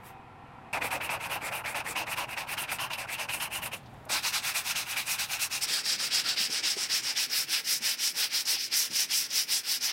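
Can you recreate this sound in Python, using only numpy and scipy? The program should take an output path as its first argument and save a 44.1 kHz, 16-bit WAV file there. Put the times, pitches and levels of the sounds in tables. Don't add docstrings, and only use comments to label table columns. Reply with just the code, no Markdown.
import sys
import numpy as np
from scipy import signal
from scipy.fft import rfft, irfft
from scipy.io import wavfile
from scipy.ndimage import uniform_filter1d, map_coordinates

SR = 44100
rng = np.random.default_rng(int(sys.argv[2]) if len(sys.argv) > 2 else 0)


def to_wav(sig):
    pcm = np.clip(np.atleast_2d(sig), -1, 1) * 32767
    pcm = np.round(pcm).astype(np.int16)
    wavfile.write(sys.argv[1], SR, pcm.T)


def elevation(decibels):
    levels = np.asarray(decibels, float)
    return 10 ** (levels / 20)


N = 437472
TIME_S = np.arange(N) / SR

# spreader, edge block, flat block, long board (t/s)
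TOOL_START_S = [0, .727, 3.95, 5.6]
# (f/Hz, level/dB per Hz)
SPREADER_COLOUR = [(240, -46), (400, -11), (740, -6), (2140, -9), (3720, -16), (10100, -12), (15800, -13)]
EDGE_COLOUR = [(180, -32), (300, -12), (398, -18.5), (502, -7.5), (676, -1), (759, -0.5), (974, 3),
               (1150, -3), (1920, -5.5), (2680, 2.5), (3270, -12), (6890, -16.5), (8990, -8), (14100, -13),
               (15800, -19)]
FLAT_COLOUR = [(180, -30.5), (300, -19.5), (350, -28), (404, -23), (447, -24), (772, -8), (1470, -6.5),
               (1770, -4.5), (2590, 8.5), (3100, 0), (4000, 3.5), (5470, -3), (7130, -18.5), (13200, -25),
               (15800, -28)]
BOARD_COLOUR = [(180, -64), (300, -24.5), (432, -26.5), (469, -20.5), (582, -22.5), (880, -16),
                (1040, -18.5), (1800, -11.5), (3700, -4.5), (4500, 1.5), (5350, 4), (5900, -1.5),
                (6500, -11), (15000, -19.5), (15800, -16.5)]
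# (t/s, pitch shift [share], hiss tilt [dB per octave])
PANEL_DRIFT = [(0.7, -.02, 7), (3.7, .02, -3), (4.1, 0.0036, -2), (5.5, -0.0077, 4), (5.7, -0.035, -10),
               (6.599, -.02, -13), (7.4, 0.0039, 1.5), (9.9, .02, 1.5)]
PANEL_DB, PANEL_T60_S = -12, 0.08


def scrape_source(tool):
    grains = grit(N)
    decay_s = np.arange(SR // 10) / SR
    modes = rng.standard_normal(len(decay_s)) * elevation(-60 * decay_s / PANEL_T60_S)
    grains = grains + elevation(PANEL_DB) * signal.fftconvolve(grains, modes / np.linalg.norm(modes))[:N]
    drift_s, shift, _ = np.transpose(PANEL_DRIFT)
    pace = 1 + 0.009 * walk(12) + np.interp(TIME_S, drift_s, shift) + dragged()
    place = np.cumsum(pace)[None] % N
    colours = (SPREADER_COLOUR, EDGE_COLOUR, FLAT_COLOUR, BOARD_COLOUR)
    return sum(map_coordinates(colour(grains, c), place, order=3) * (tool == k) for k, c in enumerate(colours))


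# (judder/dB, patchiness/dB, power by which boom follows the bite, room level/dB)
TOOL_FEEL = [
    (1, -1, .7, -1),
    (1, 3, 0.43, -20.5),
    (0.6, 2.5, 0.64, -11.5),
    (0.6, 2.5, 0.68, -10.5),
]
LAYER_EDGES_HZ = [1, 1650, 3400, 6750, 30000]
RASP_FOLLOWS_SPEED = [.3, 0.33, 0.72, 0.33]


def sanding():
    tool = np.searchsorted(TOOL_START_S, TIME_S, side="right") - 1
    judder_db, patch_db, boom_power, room_db = np.array(TOOL_FEEL)[tool].T
    scrape = scrape_source(tool)
    judder = elevation(judder_db * catches(70, 0.0072))
    drift_s, _, tilt = np.transpose(PANEL_DRIFT)
    tilt_db = np.interp(TIME_S, drift_s, tilt)
    gains = hand(boom_power, np.array(RASP_FOLLOWS_SPEED)[tool])
    near = np.zeros(N)
    for gain, lo, hi in zip(gains, LAYER_EDGES_HZ, LAYER_EDGES_HZ[1:]):
        inner = np.geomspace(max(lo, 400), min(hi, 16000), num=6)[1:-1]
        edges = np.r_[lo, inner, hi]
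        is_hiss = lo >= LAYER_EDGES_HZ[-2]
        layer = np.zeros(N)
        for a, b in zip(edges, edges[1:]):
            flare_db = patch_db * (0.5 * walk(25) + 0.78 * walk(70))
            if is_hiss:
                flare_db = flare_db + tilt_db * np.log2(min(a, 11200) / 9000)
            layer += band(scrape, a, b) * elevation(flare_db)
        layer *= judder
        tool_rms = np.sqrt(np.bincount(tool, layer ** 2) / np.bincount(tool))
        near += gain * layer / tool_rms[tool]
    return near + elevation(room_db) * room(near)


HAND_STOPS_S = [0.14, 3.77, 9.918]
EDGE_HEARD_S = 0.729
# (t/s, scrape level/dB, hiss level/dB)
UNUSUAL_TURNS = [(0.15, -78, -73), (1.509, -52, -60), (3.272, -117, -67), (3.386, -53, -50),
                 (3.498, -93, -99), (3.77, -54, -53), (4.082, -69, -87), (5.492, -72, -67), (5.6, -59, -50),
                 (5.666, -43, -55), (8.575, -34.5, -47), (8.703, -52, -62), (9.918, -33, -51)]


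def hand(boom_power, on_speed):
    (start, bite_s, scrape_db, hiss_db, scrape_left, hiss_left, fastest, boom_db, ring_db,
     rise, fall, power, lean, swell, fade) = strokes()
    turn_s = np.sort(np.r_[start, HAND_STOPS_S])
    left_db = np.array([np.interp(turn_s, start, left) for left in (scrape_left, hiss_left)])
    for s, *odd_db in UNUSUAL_TURNS:
        left_db[:, np.argmin(abs(turn_s - s))] = odd_db
    length = turn_s[np.searchsorted(turn_s, start) + 1] - start
    early = (bite_s - start) / length
    rise = rise / (2 * early) ** power
    fall = fall / (2 - 2 * early) ** power
    bite, scrape = stroke_shape(zip(bite_s, scrape_db, rise, fall), turn_s, left_db[0])
    fastest_s = start + np.clip(fastest + lean * (early - fastest), 0.1, 0.9) * length
    speed, hiss = stroke_shape(zip(fastest_s, hiss_db, swell, fade), turn_s, left_db[1])
    stroke = np.searchsorted(start, TIME_S, side="right") - 1
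    boom, ring = (uniform_filter1d(elevation(db[stroke]), size=600) for db in (boom_db, ring_db))
    rasp = scrape * bite / np.sqrt(1 + ring ** 2)
    boom_gain = uniform_filter1d(scrape, size=300) * boom * bite ** boom_power
    rasp_gain = rasp * (speed / (bite + 1e-6)) ** on_speed
    heard = (TIME_S < HAND_STOPS_S[0]) | (TIME_S >= EDGE_HEARD_S)
    return heard * np.array([boom_gain, rasp * ring, rasp_gain, hiss * speed])


# (hand sets off t/s, hardest bite t/s, scrape level/dB, hiss level/dB)
SPREADER_SWIPE = [(0.0, 0.078, -58.5, -54)]
EDGE_PASSAGE = [(0.702, 0.757, -34.5, -45), (0.8, 0.822, -35, -39), (0.898, 0.93, -34.5, -40),
                (0.995, 1.01, -38, -43), (1.09, 1.091, -34, -41.5), (1.186, 1.264, -38, -44),
                (1.287, 1.33, -36, -41.5), (1.399, 1.488, -36, -40), (1.506, 1.528, -37.5, -40),
                (1.63, 1.653, -37.5, -41), (1.743, 1.746, -34.5, -41), (1.833, 1.875, -36.5, -39.5),
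                (1.947, 1.96, -33, -42), (2.054, 2.145, -36.5, -39), (2.155, 2.185, -34, -42.5),
                (2.267, 2.345, -40, -46), (2.358, 2.377, -36, -45), (2.459, 2.53, -36.5, -38),
                (2.563, 2.578, -36.5, -35.5), (2.668, 2.7, -35.5, -38.5), (2.783, 2.786, -35, -39.5),
                (2.893, 2.916, -36, -44), (2.97, 2.99, -37, -41.5), (3.065, 3.116, -37.5, -39.5),
                (3.172, 3.198, -35.5, -43), (3.273, 3.291, -37, -36), (3.391, 3.409, -36, -37),
                (3.493, 3.531, -38, -36.5), (3.61, 3.633, -38, -37.5), (3.705, 3.733, -41, -42)]
FLAT_PASSAGE = [(4.085, 4.146, -31, -32), (4.218, 4.257, -31.5, -33.5), (4.319, 4.34, -31, -33),
                (4.416, 4.481, -33.5, -33.5), (4.536, 4.558, -33.5, -31), (4.634, 4.711, -34.5, -34),
                (4.745, 4.773, -34, -33.5), (4.854, 4.929, -36, -37.5), (4.956, 4.969, -34, -35),
                (5.05, 5.11, -34.5, -32), (5.178, 5.202, -33, -33.5), (5.277, 5.329, -35, -35),
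                (5.386, 5.418, -34, -31.5), (5.492, 5.544, -34.5, -34)]
QUICK_PASSAGE = [(5.606, 5.639, -32, -30.5), (5.664, 5.748, -32, -32), (5.83, 5.927, -31, -32.5),
                 (5.976, 6.037, -32, -34.5), (6.1, 6.163, -29.5, -32), (6.234, 6.297, -31, -36.5),
                 (6.358, 6.389, -29.5, -34), (6.491, 6.579, -32.5, -37), (6.62, 6.668, -29.5, -34),
                 (6.756, 6.826, -34, -37), (6.885, 6.937, -30, -32.5), (7.017, 7.105, -33, -37.5),
                 (7.149, 7.18, -30.5, -32.5)]
LONG_PASSAGE = [(7.278, 7.342, -29.5, -31.5), (7.462, 7.56, -30, -32.5), (7.625, 7.718, -31, -30),
                (7.798, 7.862, -30, -30), (7.964, 8.021, -30.5, -30.5), (8.133, 8.222, -29.5, -31),
                (8.29, 8.346, -30, -33.5), (8.441, 8.523, -29.5, -30), (8.575, 8.62, -34.5, -40),
                (8.694, 8.741, -30.5, -28.5), (8.894, 9.017, -29.5, -30.5), (9.073, 9.12, -31, -29),
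                (9.283, 9.385, -30, -30.5), (9.46, 9.509, -31, -30.5), (9.627, 9.737, -30, -32),
                (9.795, 9.85, -30.5, -34)]
# (scrape level/dB before push, before pull, hiss level/dB before push, before pull)
TURN_LEVELS = [(-80, -75, -79, -77), (-54.5, -90, -63, -74.5), (-46, -54, -50.5, -53.5),
               (-64, -60, -54, -52), (-54.5, -59.5, -55, -55.5)]
BITE_SHAPE = [(1.5, 3.2, .1), (1.4, 1.3, 0.76), (1.4, 1.5, 0.17), (0.72, 0.99, 0.22), (1.54, 1.3, 0.7)]
SPEED_SHAPE = [(0.54, .51, 0.03, 3.5, 3.9), (0.34, 0.65, 0.14, 2.4, 2.3), (0.41, 0.59, 0.34, 1.5, 1.83),
               (0.53, 0.54, 0, 1.34, 1.6), (0.55, 0.47, 0, 2.55, 1.36)]
# (first stroke level/dB, last stroke level/dB, effort slope [dB/dB], extra on pull/dB)
PANEL_BOOM = [(-6, 6, 0, 0), (0.5, -5, -0.28, -1.5), (-6, -8, -.5, -0.5), (-15.5, -16.5, -0.5, 1.5),
              (-18, -19.5, 1.9, 1.5)]
BLOCK_RING = [(9, 10, 0, 0), (11.5, 5.5, -0.78, -0.36), (3.5, 2, -1.55, 0.65), (-5.5, -3, 0.32, -0.37),
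              (-5.5, -6.5, 0.25, 1)]


def strokes():
    passages = (SPREADER_SWIPE, EDGE_PASSAGE, FLAT_PASSAGE, QUICK_PASSAGE, LONG_PASSAGE)
    out = []
    for k, rows in enumerate(passages):
        start, bite, scrape_db, hiss_db = np.transpose(rows)
        pull = np.arange(len(rows)) % 2
        along = np.linspace(0, 1, len(rows))
        effort_db = scrape_db - np.median(scrape_db)

        def pick(on_push, on_pull):
            return np.where(pull, on_pull, on_push)

        def tone(first, last, slope, extra):
            return first + (last - first) * along + slope * effort_db + extra * pull

        habits = [np.full(len(rows), v) for v in (*BITE_SHAPE[k], *SPEED_SHAPE[k][2:])]
        out.append([start, bite, scrape_db, hiss_db, pick(*TURN_LEVELS[k][:2]), pick(*TURN_LEVELS[k][2:]),
                    pick(*SPEED_SHAPE[k][:2]), tone(*PANEL_BOOM[k]), tone(*BLOCK_RING[k]), *habits])
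    return np.hstack(out)


def stroke_shape(rows, turn_s, left_db):
    share, top = np.zeros(N), np.zeros(N)
    for s, db, rise, fall in rows:
        k = np.searchsorted(turn_s, s)
        span = slice(int(turn_s[k - 1] * SR), int(turn_s[k] * SR))
        t = TIME_S[span]
        going = t < s
        swing = np.sin(np.interp(t, [turn_s[k - 1], s, turn_s[k]], [0, np.pi / 2, 0]))
        rest = np.minimum(elevation(np.where(going, left_db[k - 1], left_db[k]) - db), 1)
        share[span] = rest + (1 - rest) * np.maximum(swing, 0) ** np.where(going, rise, fall)
        top[span] = elevation(db)
    return share, top


def grit(length):
    size_steps = np.minimum(rng.exponential(size=length), 4)
    return rng.standard_normal(length) * elevation(1.3 * size_steps)


def catches(rate_hz, hold_s):
    hits = rng.exponential(size=N) * (rng.random(N) < rate_hz / SR)
    held = signal.lfilter([1], [1, -np.exp(-1 / (hold_s * SR))], hits)
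    held = uniform_filter1d(held, size=90)
    swing = unit(held - uniform_filter1d(held, size=3000))
    return unit(np.tanh(0.6 * swing))


# (t/s, peak level/dB, f/Hz, lets go in t/s)
EDGE_CLUMPS = [(0.7323, -22, 2350, 0.018), (0.8156, -31, 2143, 0.018), (0.906, -20, 2463, 0.018),
               (1.009, -23, 2540, 0.018), (1.0462, -25, 2660, 0.018), (1.092, -24, 2403, 0.015),
               (1.2002, -27, 2480, 0.018), (1.2387, -21, 2600, 0.015), (1.2965, -23, 2556, 0.023),
               (1.315, -21, 2720, 0.021), (1.4143, -27, 2123, 0.018), (1.527, -30, 2768, 0.016),
               (1.6573, -16.5, 2240, 0.015), (1.7496, -38, 2690, 0.019), (1.8631, -21, 2000, 0.018),
               (1.959, -71, 2707, 0.018), (2.0666, -20.5, 2190, 0.017), (2.1185, -24, 2750, 0.014),
               (2.172, -23, 2666, 0.019), (2.2823, -34, 2585, 0.016), (2.3723, -21, 2514, 0.017),
               (2.4718, -28, 2364, 0.018), (2.4884, -28, 2624, 0.018), (2.5772, -17, 2806, 0.02),
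               (2.6346, -17, 2453, 0.01), (2.6899, -21, 2378, 0.016), (2.7846, -28, 2806, 0.021),
               (2.9014, -27, 2746, 0.016), (2.9333, -24, 2747, 0.021), (2.9852, -23, 2398, 0.018),
               (3.0871, -22, 2028, 0.019), (3.1408, -19, 2646, 0.016), (3.1817, -24, 2645, 0.018),
               (3.291, -16.5, 2688, 0.019), (3.3999, -22, 2780, 0.022), (3.516, -39, 2730, 0.018),
               (3.526, -28, 2780, 0.018), (3.5758, -30, 2850, 0.015), (3.627, -26, 2652, 0.016),
               (3.724, -30, 2673, 0.018)]
FLAT_CLUMPS = [(4.0952, -17, 2240, 0.018), (4.2304, -17, 4400, 0.015), (4.336, -20, 2686, 0.014),
               (4.424, -32, 2583, 0.018), (4.5416, -41, 2330, 0.016), (4.65, -37, 2570, 0.021),
               (4.7572, -14, 2600, 0.019), (4.867, -26, 2655, 0.018), (4.9672, -13, 2400, 0.019),
               (5.078, -16, 2510, 0.019), (5.1835, -19, 2646, 0.016), (5.2945, -24, 2576, 0.018),
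               (5.4158, -20, 5380, 0.019), (5.5064, -36, 2980, 0.019), (5.5255, -15, 5140, 0.018),
               (5.6091, -29, 4846, 0.015), (5.6324, -17, 5330, 0.018)]
BOARD_CLUMPS = [(5.6795, -30, 5190, 0.021), (5.8446, -19, 5110, 0.021), (5.9846, -22, 5365, 0.023),
                (6.1093, -19, 4970, 0.022), (6.2405, -22, 4630, 0.018), (6.3711, -28, 4795, 0.019),
                (6.5007, -19, 5330, 0.023), (6.5232, -17, 4970, 0.022), (6.6343, -18, 5200, 0.023),
                (6.7678, -24, 5550, 0.025), (6.904, -27, 5360, 0.018), (7.032, -22, 5760, 0.021),
                (7.0683, -17, 5150, 0.021), (7.1698, -12, 5350, 0.026), (7.2978, -19, 5480, 0.022),
                (7.3136, -28, 5070, 0.022), (7.4964, -28.5, 5460, 0.021), (7.644, -23, 5210, 0.022),
                (7.6878, -26, 5200, 0.021), (7.8277, -29, 5220, 0.022), (7.9935, -22, 5620, 0.021),
                (8.1444, -32, 5450, 0.018), (8.1845, -24, 4760, 0.019), (8.311, -36, 5350, 0.02),
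                (8.4525, -15, 5270, 0.025), (8.718, -19, 4550, 0.023), (8.7382, -10, 5243, 0.021),
                (8.906, -21.5, 5210, 0.021), (8.932, -18, 5340, 0.022), (9.1085, -11, 5210, 0.023),
                (9.3021, -18, 5150, 0.026), (9.4827, -25, 4560, 0.019), (9.6832, -32, 4960, 0.023),
                (9.8083, -19, 5145, 0.022), (9.8269, -19, 5530, 0.02)]
GRAB_RMS_DB, GRAB_WIDTH, GRAB_RISE_S = [-13, -17, -17], [0.057, 0.081, 0.072], 0.0018


def grabs():
    out, t = np.zeros(N + SR), np.arange(SR // 5) / SR
    grains = grit(N + SR)
    for rows, rms_db, width in zip((EDGE_CLUMPS, FLAT_CLUMPS, BOARD_CLUMPS), GRAB_RMS_DB, GRAB_WIDTH):
        for s, db, hz, hold_s in rows:
            span = slice(int(s * SR), int(s * SR) + len(t))
            spot = signal.butter(1, [hz / (1 + width), hz * (1 + width)], "bandpass", fs=SR)
            ring = unit(signal.lfilter(*spot, grains[span]))
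            envelope = np.minimum(t / GRAB_RISE_S, 1) * np.exp(-(t / max(hold_s, 0.003)) ** 0.89)
            out[span] += elevation(db + rms_db) * ring * envelope
    return out[:N]


TOOL_RING_HZ, GRAB_PULL = [2600, 2600, 5136], [0.45, 0.1503, 0.2]


def dragged():
    grab_s, share = [], []
    for rows, ring_hz, pull in zip((EDGE_CLUMPS, FLAT_CLUMPS, BOARD_CLUMPS), TOOL_RING_HZ, GRAB_PULL):
        for s, _, hz, _ in rows:
            grab_s.append(s)
            share.append(pull * np.clip(hz / ring_hz - 1, -0.2, 0.12))
    latest = np.maximum(np.searchsorted(grab_s, TIME_S) - 1, 0)
    return uniform_filter1d(np.array(share)[latest], size=500)


def room(near):
    t = np.arange(SR // 2) / SR
    tail = rng.standard_normal(len(t)) * elevation(-60 * t / 0.13)
    delay = 0.002 * SR * (1 + 0.4 * walk(6))
    moving = np.interp(np.arange(N) - delay, np.arange(N), near)
    return signal.fftconvolve(band(moving, 1, 6100), tail / np.linalg.norm(tail))[:N]


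# (t/s, peak level/dB, f/Hz,
# length t/s)
PAPER_RUSTLES = [(1.656, -18, 3500, 0.0076), (3.73, -20, 4740, 0.0056), (3.766, -32, 2600, 0.015),
                 (3.758, -26, 8500, 0.0088), (3.829, -38, 3110, 0.0064), (3.857, -31, 3180, 0.0059),
                 (3.938, -39, 8700, 0.0032), (4.051, -30, 9000, 0.0024)]


def rustles():
    out, t = np.zeros(N), np.arange(SR // 5) / SR
    for s, db, hz, length in PAPER_RUSTLES:
        sos = signal.butter(2, [hz * 0.73, hz * 1.5], "bandpass", fs=SR, output="sos")
        hiss = unit(signal.sosfilt(sos, rng.standard_normal(len(t))))
        puff = hiss * t / length * np.exp(1 - t / length)
        out[int(s * SR):int(s * SR) + len(t)] += elevation(db - 25.5) * puff
    return out


# (t/s, peak level/dB, f/Hz, t60 t/s)
PANEL_BUMPS = [(3.73, -36.5, 542, 0.097), (4.063, -42, 624.5, 0.11), (4.097, -31, 749, 0.063),
               (6.4, -45, 235.6, 0.084), (6.492, -41, 216.2, 0.084), (6.764, -36.5, 389.5, 0.073),
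               (7.802, -49, 240, 0.14), (8.897, -47.5, 252, 0.18), (8.925, -51, 189, 0.15)]


def bumps():
    out, t = np.zeros(N), np.arange(SR // 5) / SR
    for s, db, hz, t60 in PANEL_BUMPS:
        modes = sum(a * np.sin(2 * np.pi * r * hz * t) for r, a in ((1, 1), (2.3, 0.39), (0.453, 0.22)))
        around = signal.butter(2, [hz * 0.7, hz * 1.5], "bandpass", fs=SR)
        thud = unit(signal.lfilter(*around, rng.standard_normal(len(t))))
        envelope = elevation(db + 6.0 - 60 * t / t60) * np.minimum(t / 0.0061, 1)
        out[int(s * SR):int(s * SR) + len(t)] += envelope * (0.45 * modes + 0.5 * thud)
    return out


SCENE_START_S = [0, .727, 3.95, 5.666]
# (f/Hz, level/dB per Hz)
BAY_AIR = [(15, -30), (43, -13), (125, -2), (250, -7), (400, -9), (590, -17), (750, -1), (1050, -7.5),
           (1500, -14.5), (2500, -17), (3000, -23.5), (6500, -41.5), (7800, -40.5), (12000, -44),
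           (15000, -58)]
DOOR_AIR = [(15, -34), (43, -10), (125, 0), (250, -8), (400, -11), (550, -12.5), (790, -6), (1000, -11.5),
            (1500, -17), (2500, -22), (3200, -26), (6000, -38), (11000, -40), (15000, -43)]
BENCH_AIR = [(15, -51), (45, -39), (80, -6), (120, 6), (250, 4.5), (430, 2.5), (1000, -5.5), (2500, 10),
             (6000, -34)]
# (t/s, level/dB)
AIR_LEVELS = [
    [(0, -58), (.727, -56.5)],
    [(.727, -49.5), (1.6, -54.5), (4.0, -54), (4.3, -58), (5.666, -58)],
    [(5.666, -57.5), (6.9, -60), (7.3, -62), (9.92, -64.5)],
]
# (f/Hz, level/dB)
FAN_WHINES = [(495.3, -67.5), (538.3, -70.5), (667.5, -66), (775.2, -63.5), (866.7, -69), (958.2, -63),
              (1023, -65), (1147, -71), (1308, -71), (1362, -67), (1846, -71), (2509, -71)]
# (f/Hz, level/dB)
MOTOR_HUM = [(247.6, -68.5), (328.4, -73), (430.7, -72.5)]
PUMP_DB = [-1, -6, -22]


def workshop():
    out = np.zeros(N)
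    swell_db = 0.8 * walk(7)
    thump, valves = compressor()
    for place, curve, pump_db in zip((BAY_AIR, DOOR_AIR, BENCH_AIR), AIR_LEVELS, PUMP_DB):
        s, db = np.transpose(curve)
        air = colour(rng.standard_normal(N), place)
        air = air / np.std(band(air, 60, 350))
        puffs = band(air, 840, 2300) * (valves - 1) * 0.25
        air += elevation(pump_db) * (thump + puffs)
        here = (TIME_S >= s[0]) * (TIME_S < s[-1])
        out += air * elevation(np.interp(TIME_S, s, db) + swell_db) * here
    fan = whines(FAN_WHINES, 0.003) * (TIME_S < SCENE_START_S[1])
    hum = whines(MOTOR_HUM, 0.00987) * (TIME_S >= SCENE_START_S[3])
    return out + fan + hum


def compressor():
    stroke_hz = 20.62
    t = TIME_S - 0.002
    since = t % (1 / stroke_hz)
    chamber = np.sin(2 * np.pi * 124 * since) + 0.44 * np.sin(2 * np.pi * 230 * since)
    thump = np.exp(-since / 0.012) * chamber * elevation(2.1 * walk(22))
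    valves = np.exp(-(t * 1.5 * stroke_hz % 1) / 0.35)
    return unit(thump), valves / valves.mean()


def whines(lines, waver):
    out = np.zeros(N)
    for hz, db in lines:
        phase = 2 * np.pi * np.cumsum(hz * (1 + waver * walk(25))) / SR
        out += elevation(db + 1 + 3 * walk(14)) * np.sin(phase)
    return out


def unit(x):
    return x / np.sqrt(np.mean(x ** 2))


def colour(x, spectrum):
    hz, db = np.transpose(spectrum)
    size = 4096
    grid = np.maximum(np.fft.rfftfreq(size, 1 / SR), 1)
    cepstrum = irfft(np.interp(np.log(grid), np.log(hz), db) * np.log(10) / 20)
    cepstrum[1:size // 2] *= 2
    cepstrum[size // 2 + 1:] = 0
    return signal.fftconvolve(x, irfft(np.exp(rfft(cepstrum))))[:N]


def band(x, lo_hz, hi_hz):
    hz = np.fft.rfftfreq(N, 1 / SR) + 1
    share = 1 / (1 + (hz / hi_hz) ** 10) - 1 / (1 + (hz / lo_hz) ** 10)
    return irfft(rfft(x) * share, N)


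def walk(rate_hz):
    k = max(int(SR / rate_hz), 2)
    held = np.repeat(rng.standard_normal(N // 100), k)[:N]
    return unit(uniform_filter1d(uniform_filter1d(held, k), k))


def scene():
    mix = sanding() + grabs() + rustles() + bumps() + workshop()
    return np.tile(mix, (2, 1))


def band_limit(x):
    return signal.sosfilt(signal.butter(12, 15830, fs=SR, output="sos"), x)


def record(dry):
    top_cut = signal.ellip(10, 0.2, 80, 15900, fs=SR, output="sos")
    return band_limit(signal.sosfilt(top_cut, dry))


dry = scene()
out = record(dry)
to_wav(out)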